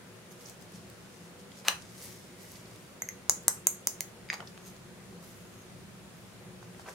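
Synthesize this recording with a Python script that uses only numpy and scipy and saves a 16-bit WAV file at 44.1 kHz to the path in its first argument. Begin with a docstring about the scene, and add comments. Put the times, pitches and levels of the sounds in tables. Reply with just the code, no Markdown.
"""A plastic tube of foam beads

Close up in a small, quiet room, hands turn a little tube, pop its cap, pour out foam beads, flick the
tube with a fingernail and push the cap back on. Flicks and cap are fast-dying resonances of plastic and
air; sliding fingers and running beads are dense grains of friction. A low hum and hiss lie underneath."""
import sys
import numpy as np
from scipy import signal
from scipy.fft import rfft, irfft
from scipy.io import wavfile
from scipy.ndimage import uniform_filter1d

SR = 44100
rng = np.random.default_rng(int(sys.argv[2]) if len(sys.argv) > 2 else 0)


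def put_to_file(sound):
    """Save the sound as 16-bit audio at rate SR, in the file named by the first command-line argument."""
    columns = np.atleast_2d(sound).T  # one column per channel
    safe = np.clip(columns, -1, 1)
    whole_steps = np.round(safe * 32767)
    wavfile.write(sys.argv[1], SR, whole_steps.astype(np.int16))


N = 306054

# The tube's voice: the wall's main ring, its upper partner, and the air inside when open.
RING_HZ, OVERTONE_HZ, AIR_HZ = 6453, 12550, 2063


def flicks():
    """A nail snaps on the tube and rings its wall and the air inside, over the thud of the finger."""
    # The wall's modes. Each row: pitch in Hz, level in dB, t60 in seconds.
    wall = [(5000, -19, 0.003), (6030, -0.5, 0.0045), (6800, -7, 0.0025), (7180, 2.5, 0.0058),
            (8000, -7, .003), (8260, 0, 0.0028), (8950, -1, 0.004), (10570, -17, 0.0043),
            (10600, -12, 0.0052), (3280, -30, 0.0037)]
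    # Each row: start in seconds, level in dB, left over right in dB, brightness in dB per octave,
    # then ring, overtone, thud and snap in dB relative to the level.
    hits = [(3.0206, -28.5, -2, -10, 8, -2, -1.5, -10), (3.0880, -31, 0, -5, 6.5, -3, -12, 1),
            (3.2961, -3.5, 0, -7, -10.5, -18, -14.5, -8), (3.4813, 0, 0.5, 13, -18, -17, -18.5, -14),
            (3.6698, -4, -0.5, 6.5, -10.5, -11, -18.5, -10), (3.8717, -8.5, -2, -13, -16, -12, -16, -2.5),
            (4.0067, -18.5, -0.5, -22, -9, -16, -16, 5.5)]
    out = np.zeros((2, N))
    for start, db, pan_db, tilt_db, ring_db, overtone_db, thud_db, snap_db in hits:
        place(out, start, struck(wall, tilt_db, rise_s=0.00016), db, pan_db)
        snap = puff(centre_hz=9500, octaves=1.25, t60=0.0068, rise_s=0.0001)
        place(out, start, snap, db + snap_db, pan_db)
        air_db = -33.5 - 0.11 * db  # much the same however hard the blow
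        for hz, t60, mode_db in ((RING_HZ, 0.014, db + ring_db), (OVERTONE_HZ, 0.015, db + overtone_db),
                                 (AIR_HZ, 0.012, air_db), (790, 0.0019, db + thud_db)):
            place(out, start, struck([(hz, 0, t60)], tilt_db=0, rise_s=0.00057), mode_db, pan_db)
    return out


def cap():
    """The cap pops off the thread and later seats on the rim; the wider a resonance, the sooner it dies."""
    # Resonances of the pop and the seating. Each row: centre in Hz, width in Hz, level in dB.
    pop_peaks = [(880, 340, 2), (1210, 140, -2), (1740, 390, -1.5), (2750, 1270, 9), (3980, 490, 1.5),
                 (5930, 1100, 0.5), (6930, 650, -5), (8600, 740, -7), (10640, 1100, -4), (13400, 1800, -5)]
    seat_peaks = [(1820, 220, 2), (2250, 500, 5), (2820, 450, -11), (3800, 300, -6), (4810, 200, -2.5),
                  (6570, 110, -6.5), (12400, 800, -35)]
    # Each row: start in seconds, level in dB, left over right in dB, brightness in dB per octave.
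    pop_hits = [(1.6495, -36, 0, 1), (1.6833, -4, 1, 1.5), (1.6841, -7, 0, -0.5)]
    seat_hits = [(4.2885, -35, 0, 2), (4.3008, -14.5, -1, 1.5), (4.329, -25.5, 0, -2), (4.333, -38, 0, 6),
                 (4.3405, -26.5, 0, 20)]
    out = np.zeros((2, N))
    for peaks, hits in ((pop_peaks, pop_hits), (seat_peaks, seat_hits)):
        modes = [(hz, db + 20 * np.log10(width), 2.6 / width) for hz, width, db in peaks]
        for start, db, pan_db, tilt_db in hits:
            place(out, start, struck(modes, tilt_db, rise_s=0.00067), db, pan_db)
    return out


def beads(rustle, fizz, ring):
    """Foam beads run out, rubbing the wall and stirring the air in the tube."""
    # The pour. Each row: time in seconds, flow level in dB, fizz in dB relative to the flow.
    pour = [(1.78, -60, -18), (1.93, -61.5, -8), (2.03, -50.5, 0.5), (2.3, -66, -5), (2.38, -64, -6),
            (2.41, -57.5, -3), (2.574, -58, -5), (2.62, -64.5, -4), (2.78, -64, -4), (2.98, -71, -1)]
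    times, flow_db, fizz_db = np.transpose(pour)
    t = np.arange(N) / SR
    flow = gain(np.interp(t, times, flow_db)) * (t > times[0]) * (t < times[-1])
    air = resonance(grains(2500, spread_db=4.2, likeness=0.62), AIR_HZ, width_hz=400)
    return flow * (rustle + gain(np.interp(t, times, fizz_db)) * fizz + gain(-16) * ring + gain(-10) * air)


def fingers(rustle, fizz, ring):
    """Fingers slide on the tube, each stroke its own blend of rustle, fizz and rubbed ring."""
    # Each row: peak time, rise and fall in seconds, level in dB, then fizz and ring in relative dB.
    strokes = [(.14, .3, 0.23, -74, -5, -8), (.318, 0.022, 0.034, -57, -2, -7),
               (.415, .04, 0.036, -56.5, -3, -9), (.475, .05, .07, -53.5, -7, -11),
               (.624, 0.031, .025, -61, -8, -8), (.762, 0.06, 0.036, -56, -10, -17),
               (1.25, 1.2, 0.14, -64, -9, -14), (1.402, 0.044, 0.034, -61.5, -8, -9.5),
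               (1.598, .13, .04, -55, -8, -15), (4.48, 0.05, .045, -61.5, -4, -13),
               (4.58, .04, 0.037, -71, -10, -1), (4.675, 0.069, 0.058, -56.5, -3, 0.5),
               (4.77, .08, .08, -77, -10, -1), (5.09, 0.47, 0.27, -69, -9, -11),
               (5.24, .04, 0.38, -62, 0.5, -16), (5.62, 0.28, 0.028, -75.5, -11, 11.5),
               (5.68, .05, .25, -67, -17, -10), (6.17, 0.34, .6, -70, -1, -10),
               (6.63, .015, 0.045, -60, -19, -12), (6.81, .1, 0.04, -59.5, -12, -17),
               (6.89, 0.033, .075, -51.5, -8, -20)]
    out = np.zeros((2, N))
    for *shape, fizz_db, ring_db in strokes:
        out += stroke(*shape) * (rustle + gain(fizz_db) * fizz + gain(ring_db) * ring)
    return out


def friction():
    """Rubbed plastic: a broad rustle, a fizz above it, and the wall's two rings kept alive by grains."""
    # Spectra of rustle and fizz. Each row: frequency in Hz, relative level in dB.
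    rustle_curve = [(1500, -13), (3500, -6.5), (5500, -1.5), (8000, -5.5), (10500, -11.5), (13000, -17),
                    (16000, -34)]
    fizz_curve = [(6000, -23), (9500, -5.5), (12500, -6), (15700, -12.5), (16200, -38)]
    rustle = colour(grains(9000, spread_db=3.6, likeness=0.65), lambda hz: curve_at(rustle_curve, hz))
    fizz = colour(grains(13000, spread_db=4.9, likeness=0.44), lambda hz: curve_at(fizz_curve, hz))
    ring = resonance(grains(3000, spread_db=5.6, likeness=0.67), RING_HZ, width_hz=180)
    overtone = resonance(grains(3000, spread_db=3.0, likeness=0.49), OVERTONE_HZ, width_hz=800)
    return unit_rms(rustle), unit_rms(fizz), ring + gain(-7) * overtone


def ticks():
    """Ticks, scuffs and dull knocks of skin, nail and plastic; narrow and low ones last longer."""
    # Each row: start in seconds, level in dB, centre in Hz, spread in octaves.
    touches = [(.4554, -37.5, 5840, .27), (.4858, -42, 9000, .9), (0.4967, -30.5, 6400, 1.2),
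               (.613, -43, 7400, 1.5), (.623, -42, 6400, 1.5), (.7213, -43, 9000, 0.98),
               (0.8995, -39, 8600, 1.1), (1.517, -43.5, 3100, .7), (1.8208, -37.5, 5500, .66),
               (1.949, -44, 5800, .8), (2.0233, -38, 5830, 0.93), (2.431, -41, 8000, 1.6),
               (2.5182, -36.5, 9000, 1.5), (2.5545, -40.5, 4200, 0.59), (2.655, -48, 4500, 0.27),
               (2.711, -44, 6000, 1.2), (2.7594, -42, 5000, 1.2), (3.4281, -43, 7500, 1),
               (3.4355, -44, 8000, 1.1), (4.4039, -29.5, 550, 1.7), (4.425, -39, 960, 0.97),
               (4.472, -37.5, 4400, .46), (4.576, -36, 1000, 1.6), (4.7638, -44, 4200, .75),
               (6.627, -37.5, 600, 1.16), (6.7465, -40.5, 900, 1.6), (6.7947, -35, 700, 1.03),
               (6.863, -39, 800, 1.4), (6.878, -41.5, 554, 0.22), (6.886, -33, 1500, 0.68)]
    out = np.zeros((2, N))
    for start, db, centre_hz, octaves in touches:
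        t60 = 0.011 / octaves * (centre_hz / 6000) ** -0.26
        place(out, start, puff(centre_hz, octaves, t60, rise_s=0.06 * t60), db, pan_db=-1.5)
    return out


def scrapes():
    """Coarse stick-slip grains: the cap's thread scraping, then a hand on the table."""
    # Each row: peak time, rise and fall in seconds, level in dB, brightness in dB per octave.
    drags = [(1.651, 0.0033, 0.032, -44.5, -4.5), (1.684, 0.031, 0.078, -34.5, -4.5),
             (4.336, 0.022, 0.028, -38, -5.5), (4.42, 0.11, 0.041, -50, -14),
             (6.886, 0.041, 0.024, -41, -11)]
    out = np.zeros((2, N))
    for *shape, tilt_db in drags:
        def tone_db(hz):
            roll_off = (1 + (700 / (hz + 1)) ** 6) * (1 + (hz / 12000) ** 4)
            return tilt_db * np.log2((hz + 1) / 1500) - 10 * np.log10(roll_off)
        grit = colour(grains(13000, spread_db=1.1, likeness=0.93), tone_db)
        out += unit_rms(grit) * stroke(*shape)
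    return out


def room(near):
    """Early echoes and a short tail; as the hands move, three sets of paths take turns."""
    # The tail's decay. Each row: frequency in Hz, t60 in seconds.
    decay = [(500, 0.15), (1300, 0.33), (3500, 0.22), (9000, 0.26), (16000, 0.2)]
    # Bounces off dish, table and walls. Each row: delay in seconds, level in dB.
    echoes = [(.0022, -15.5), (.0055, -19.5), (0.0129, -18.5), (0.019, -25.5)]
    out = np.zeros((2, N))
    slots = np.arange(130, SR // 2 - 20, 20)  # one random tap in every 20 samples
    for turn in range(3):
        taps = np.zeros((2, SR // 2))
        at = slots + rng.integers(0, 20, (2, len(slots)))
        np.put_along_axis(taps, at, rng.choice([-1., 1.], at.shape), 1)
        hz, t, spectrum = signal.stft(taps, SR, nperseg=256)
        tail = signal.istft(spectrum * gain(-60 * t / curve_at(decay, hz)[:, None]), SR, nperseg=256)[1]
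        response = gain(-7) * tail / np.linalg.norm(tail[0])
        for delay, db in echoes:
            response[[0, 1], round(delay * SR) + rng.integers(0, 24, 2)] += gain(db)
        share = np.sqrt(2 / 3) * np.cos(np.pi * (turn / 3 + 1.75 * np.arange(N) / SR))
        out += signal.fftconvolve(near.mean(0)[None] * share, response, axes=1)[:, :N]
    return out


def room_tone():
    """Hiss with wavering bands of hum and whine, centred in the bass and wide in the treble."""
    # The hiss spectrum. Each row: frequency in Hz, relative level in dB.
    hiss_curve = [(20, -34), (45, -24.5), (108, -8), (139, -7), (179, -4), (323, -13.5), (521, -12),
                  (816, -17.5), (1350, -18), (2180, -20.5), (4500, -26), (8890, -28.5), (15700, -37.5),
                  (16200, -65)]
    # Hum and whine. Each row: centre in Hz, width in Hz, level in dB.
    hum_bands = [(59.2, 9, -78), (114.7, 20, -60), (176, 7, -60.5), (192, 11, -61), (360.5, 12.5, -63),
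                 (394, 15, -68.5), (487.8, 3.8, -65.5), (8800, 170, -75.5), (9400, 60, -89),
                 (10100, 220, -75), (6830, 160, -75.5)]
    # Stereo image. Each row: frequency in Hz, left-right correlation.
    image = [(60, 0.9), (180, 0.85), (550, 0.61), (1650, 0.12), (4970, -0.091), (15000, 0.059)]
    # The low end swells slowly. Each row: time in seconds, lift in dB under 90 Hz and at 90-230 Hz.
    swell = [(0, -1, -2), (1.8, 2.5, -1), (3.6, 2, -3), (4.4, 2, .5), (5.4, 5, -0.5), (6.2, 3, 2),
             (6.94, 5, -1)]
    frames, hz = N // 1024 + 5, np.fft.rfftfreq(4096, 1 / SR)
    left_re, left_im, apart_re, apart_im, waver = rng.standard_normal((frames, len(hz), 5)).T
    waver = uniform_filter1d(waver, size=40, axis=0)
    waver_db = 0.72 * unit_rms(uniform_filter1d(waver, size=5, axis=1))
    likeness = curve_at(image, hz)[:, None]
    left = left_re + 1j * left_im
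    right = likeness * left + np.sqrt(1 - likeness ** 2) * (apart_re + 1j * apart_im)
    hiss = gain(curve_at(hiss_curve, hz)) ** 2
    power = gain(-52.5) ** 2 * hiss / hiss.sum()
    for centre, width, db in hum_bands:
        band = 1 / (1 + ((hz - centre) / (width / 2)) ** 4)
        power += gain(db) ** 2 * band / band.sum()
    times, deep_db, low_db = np.transpose(swell)
    t = np.arange(frames) * 1024 / SR
    deep, low = hz < 90, (hz >= 90) & (hz < 230)
    swell_db = np.outer(deep, np.interp(t, times, deep_db)) + np.outer(low, np.interp(t, times, low_db))
    spectrum = np.array([left, right]) * np.sqrt(power)[:, None] * gain(waver_db + swell_db)
    bed = signal.istft(spectrum, nperseg=4096, noverlap=3072)[1][:, :N]
    return unit_rms(bed) * np.sqrt(power.sum()) * gain([[0.3], [-0.3]])


def struck(modes, tilt_db, rise_s):
    """Dying sines; each blow lands elsewhere, and high modes reach left and right differently."""
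    hz, db, t60 = np.transpose(modes)[:, :, None]
    t = np.arange(3000) / SR
    onset, strength, skew, lean = rng.uniform(-1.05, 1, (4,) + hz.shape)
    side = np.array([1, -1])[:, None, None] * hz / 12000
    db = db + tilt_db * np.log2(hz / 5000) + 2 * strength
    db = db + side * (0.6 * lean - 1.5)
    detuned_hz = hz * (1 + 0.01 * lean)
    phase = 1.89 * onset + 1.24 * side * skew
    rings = gain(db - 60 * t / t60) * np.sin(2 * np.pi * detuned_hz * t + phase)
    return rings.sum(1) * np.minimum(t / rise_s, 1)


def puff(centre_hz, octaves, t60, rise_s):
    """A dying burst of band noise, partly different left and right."""
    t, noise = np.arange(4096) / SR, rng.standard_normal((3, 4096))
    stereo = noise[0] + 1.07 * noise[1:]
    band = colour(stereo, lambda hz: -6 * (np.log2((hz + 1) / centre_hz) / octaves) ** 2)
    return band * gain(-60 * t / t60) * (1 - np.exp(-t / rise_s))


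def grains(per_s, spread_db, likeness):
    """Random clicks of uneven size: one stream shared by both sides, and one more for each."""
    clicks = rng.standard_normal((3, N)) * (rng.random(N) < per_s / SR)
    clicks *= gain(spread_db * np.minimum(rng.exponential(1, N), 5))
    return likeness * clicks[0] + np.sqrt(1 - likeness ** 2) * clicks[1:]


def resonance(x, centre_hz, width_hz):
    """One narrow, ringing band of a sound, at rms 1."""
    return unit_rms(colour(x, lambda hz: -10 * np.log10(1 + ((hz - centre_hz) / (width_hz / 2)) ** 4)))


def stroke(peak_s, rise_s, fall_s, db):
    """A slightly rounded peak of gain: up 20 dB over the rise, down 20 dB over the fall."""
    t = np.arange(N) / SR - peak_s
    return gain(db - 20 * np.maximum(-t / rise_s, t / fall_s) ** 1.2)


def place(mix, start, sound, db, pan_db):
    """Lays a sound into the mix, scaled to peak at db and then panned."""
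    part = mix[:, round(start * SR):][:, :sound.shape[-1]]
    part += gain(db + np.array([[0.5], [-0.5]]) * pan_db) * sound[..., :part.shape[1]] / abs(sound).max()


def colour(x, db_of_hz):
    """Equalises a sound with a curve in dB."""
    hz = np.fft.rfftfreq(x.shape[-1], 1 / SR)
    return irfft(rfft(x) * gain(db_of_hz(hz)), x.shape[-1])


def curve_at(points, hz):
    """Reads a curve on a log frequency axis."""
    point_hz, value = np.transpose(points)
    return np.interp(np.log(hz + 1), np.log(point_hz + 1), value)


def gain(db):
    """Decibels to gain."""
    return 10 ** (np.asarray(db) / 20)


def unit_rms(x):
    """Scales to rms 1."""
    return x / np.sqrt(np.mean(x ** 2) + 1e-20)


def scene():
    """The close sounds, their room and its tone; things this small radiate no bass."""
    near = flicks() + cap() + ticks()
    textures = friction()
    near += beads(*textures) + fingers(*textures) + scrapes()
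    near = signal.sosfilt(signal.butter(3, 420, "high", fs=SR, output="sos"), near)
    return near + room(near) + room_tone()


def record(dry):
    """A steep low-pass trims the top at 16.8 kHz."""
    low_pass = signal.firwin(255, 16800, window=("kaiser", 9), fs=SR)
    return signal.oaconvolve(dry, low_pass[None], "same")


dry = scene()
out = record(dry)
put_to_file(out)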